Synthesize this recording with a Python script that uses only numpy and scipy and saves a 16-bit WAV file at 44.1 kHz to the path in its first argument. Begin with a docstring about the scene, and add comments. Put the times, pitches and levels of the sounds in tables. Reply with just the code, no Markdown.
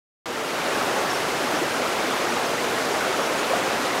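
"""A forest stream rushes over rocks, in mono.
White water makes a broad, churning rush; countless bubbles ring in it and a few big air pockets gulp.
A small bird chips faintly over the water. Banks and trees scatter the bubbles, gulps and chips.
The sound cuts in after a quarter second and fades up."""
import sys
import numpy as np
from scipy import signal
from scipy.fft import rfft, irfft
from scipy.io import wavfile
from scipy.ndimage import uniform_filter1d

SR = 44100
rng = np.random.default_rng(int(sys.argv[2]) if len(sys.argv) > 2 else 0)


def master_out(mix):
    """Clip the mix to full scale and print it as 16-bit PCM to the path in sys.argv[1]."""
    frames = np.transpose(np.atleast_2d(mix))
    ceiling = np.clip(frames, -1, 1)
    pcm = np.round(ceiling * 32767).astype(np.int16)
    wavfile.write(sys.argv[1], SR, pcm)


N = 176400

# white-water spectral density: f/Hz, relative level/dB
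RUSH_SPECTRUM = [(25, -31), (42, -30), (57, -16.5), (78, -21.5), (115, -11), (188, -7), (255, -1.5),
                 (310, -1), (380, 0), (510, 1), (826, -1.5), (1000, -3.5), (1380, -4), (1800, -7.5),
                 (2300, -9), (4150, -15), (5580, -17), (6600, -18.5), (7800, -21.5), (10000, -24),
                 (14300, -31), (15600, -36)]
# slow swell of the rush's midrange: t/s, gain/dB
MID_SWELL = [(.26, -0.1), (.38, 0.5), (.6, 0), (.82, 0.8), (1.0, 0.2), (1.18, -1), (1.5, 0), (1.85, -.9),
             (2.05, 0.1), (2.35, 0.3), (2.6, -1.4), (2.98, 1), (3.42, -0.5), (3.58, 0.5), (3.7, 0.2),
             (4.0, 0.5)]
# bubble-swarm filter: f/Hz, relative gain/dB
BUBBLE_EQ = [(150, -34), (330, -1), (600, -2.5), (1300, 2), (2300, -5.5), (5000, -12.5), (12000, -23)]
# air pockets: t/s, start f/Hz, peak level/dB
AIR_POCKETS = [(.811, 1230, -21), (.964, 544, -21), (1.402, 370, -18.5), (1.532, 309, -24.5),
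               (1.614, 342, -20.5), (2.040, 320, -28), (2.912, 380, -23.5), (2.960, 618, -20.5),
               (3.093, 387, -19.5), (3.504, 538, -18.5), (3.533, 675, -12), (3.565, 710, -20.5)]
# bird chips: t/s, length/s, start f/Hz, end f/Hz, peak level/dB
BIRD_CHIPS = [(1.087, .040, 5700, 5100, -31.5), (1.132, .032, 5420, 5620, -32),
              (1.555, .026, 5500, 5760, -34), (2.278, .034, 5700, 5880, -36),
              (2.323, .028, 5900, 5700, -40), (2.442, .026, 6600, 6250, -38),
              (3.217, .032, 5750, 5500, -36), (3.250, .036, 5620, 5800, -38),
              (3.368, .050, 6950, 6650, -39)]


def rush(bands=20, rms_db=-24.5, mid_hz=850, mid_sigma_oct=1.1):
    """White water: half-octave noise bands surge together, churn with neighbours and flicker alone."""
    noise = rfft(rng.standard_normal(N))
    f_hz = np.maximum(np.fft.rfftfreq(N, 1 / SR), 1)
    band = np.minimum((2 * np.log2(SR / 2 / f_hz)).astype(int), bands - 1)
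    surge_db = 0.05 * jitter(rate_hz=14)
    splashes = np.array([jitter(rate_hz=45) for _ in range(bands)])
    churn_db = 0.35 * set_rms(uniform_filter1d(splashes, size=5, axis=0), 0)
    swell_db = np.interp(np.arange(N) / SR, *np.array(MID_SWELL).T)
    water = np.zeros(N)
    for k in range(bands):
        offset_oct = np.log2(f_hz[band == k].mean() / mid_hz)
        mid_share = np.exp(-0.5 * (offset_oct / mid_sigma_oct) ** 2)
        flicker_db = 0.59 * jitter(rate_hz=50)
        gain_db = surge_db + mid_share * swell_db + churn_db[k] + flicker_db
        water += irfft(noise * (band == k), N) * undb(gain_db)
    return set_rms(equalise(water, RUSH_SPECTRUM), rms_db)


def bubble(f_hz, cycles, rise, attack):
    """Trapped air rings up, then decays as its pitch rises. Cycles and rise are per decay time."""
    age = np.arange(int(6 * cycles / f_hz * SR)) * f_hz / (cycles * SR)  # in decay times, as is attack
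    envelope = (1 - np.exp(-(age / attack) ** 2)) * np.exp(-age)
    phase_rad = 2 * np.pi * cycles * (age + rise * age ** 2 / 2)
    return envelope / envelope.max() * np.sin(phase_rad)


def bubble_swarm(rate_per_s=2400, low_hz=261.8, high_hz=12910, rms_db=-33.5):
    """Bubbles of all sizes ring at random times, most of them faintly."""
    swarm = np.zeros(N)
    for when, smallness, strength, sustain in rng.random((int(rate_per_s * N / SR), 4)):
        f_hz = low_hz * (high_hz / low_hz) ** np.sqrt(smallness)
        gain_db = 4 * min(-np.log(1 - strength), 4)  # capped exponential distribution
        ring = bubble(f_hz, cycles=7.84 * (0.5 + sustain), rise=0.0487, attack=0.19)
        add(swarm, when * N / SR, undb(gain_db) * np.sqrt(f_hz) * ring)
    return set_rms(equalise(swarm, BUBBLE_EQ), rms_db)


def gulps():
    """Big air pockets close behind rocks and ring briefly above the rush."""
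    out = np.zeros(N)
    for t_s, f_hz, peak_db in AIR_POCKETS:
        add(out, t_s, undb(peak_db) * bubble(f_hz, cycles=3.8, rise=0.014, attack=0.55))
    return out


def bird(warble_rms_hz=91):
    """A small bird chips: short, thin glides with a quick pitch tremble."""
    out = np.zeros(N)
    for t_s, length_s, start_hz, end_hz, peak_db in BIRD_CHIPS:
        n = int(length_s * SR)
        f_hz = np.linspace(start_hz, end_hz, n) + warble_rms_hz * jitter(rate_hz=266)[:n]
        tone = np.sin(2 * np.pi * np.cumsum(f_hz) / SR)
        add(out, t_s, undb(peak_db) * np.hanning(n) * tone)
    return out


def bank_scatter(direct, tail_db=-11.5, t60_s=0.46):
    """Banks and trees add a short diffuse tail to the direct sound."""
    t_s = np.arange(SR // 2) / SR
    tail = rng.standard_normal(len(t_s)) * undb(-60 * t_s / t60_s)
    tail /= np.linalg.norm(tail)
    return direct + undb(tail_db) * signal.fftconvolve(direct, tail)[:N]


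def undb(db):
    """Decibels to gain."""
    return 10 ** (np.asarray(db) / 20)


def set_rms(x, rms_db):
    """Scale to an rms level."""
    return x * undb(rms_db) / np.sqrt(np.mean(x ** 2))


def equalise(x, curve):
    """Filter by (f/Hz, gain/dB) points joined on a log-frequency axis."""
    points_hz, points_db = np.array(curve).T
    f_hz = np.maximum(np.fft.rfftfreq(N, 1 / SR), 1)
    gain_db = np.interp(np.log(f_hz), np.log(points_hz), points_db)
    return irfft(rfft(x) * undb(gain_db), N)


def jitter(rate_hz):
    """Random values joined by ramps; unit rms."""
    hold = int(SR / rate_hz)
    values = rng.standard_normal(1024)
    steps = values[np.arange(N) // hold % len(values)]
    return set_rms(uniform_filter1d(steps, hold), 0)


def add(out, t_s, sound):
    """Mix a sound in at t_s."""
    start = int(t_s * SR)
    out[start:start + len(sound)] += sound[:N - start]


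def scene():
    """Water and bird, the same in both channels."""
    mono = rush() + bank_scatter(bubble_swarm() + gulps() + bird())
    return np.array([mono, mono])


def record(dry, start_s=0.2575, start_db=-5.5, fade_s=0.49, cutoff_hz=15700):
    """Cut-in part-way up a linear fade, then a steep low-pass."""
    t_s = np.arange(N) / SR
    fade = (t_s >= start_s) * np.interp(t_s, [start_s, start_s + fade_s], [undb(start_db), 1])
    lowpass = signal.ellip(10, 0.1, 80, cutoff_hz, fs=SR, output="sos")
    return signal.sosfilt(lowpass, dry * fade)


dry = scene()
out = record(dry)
master_out(out)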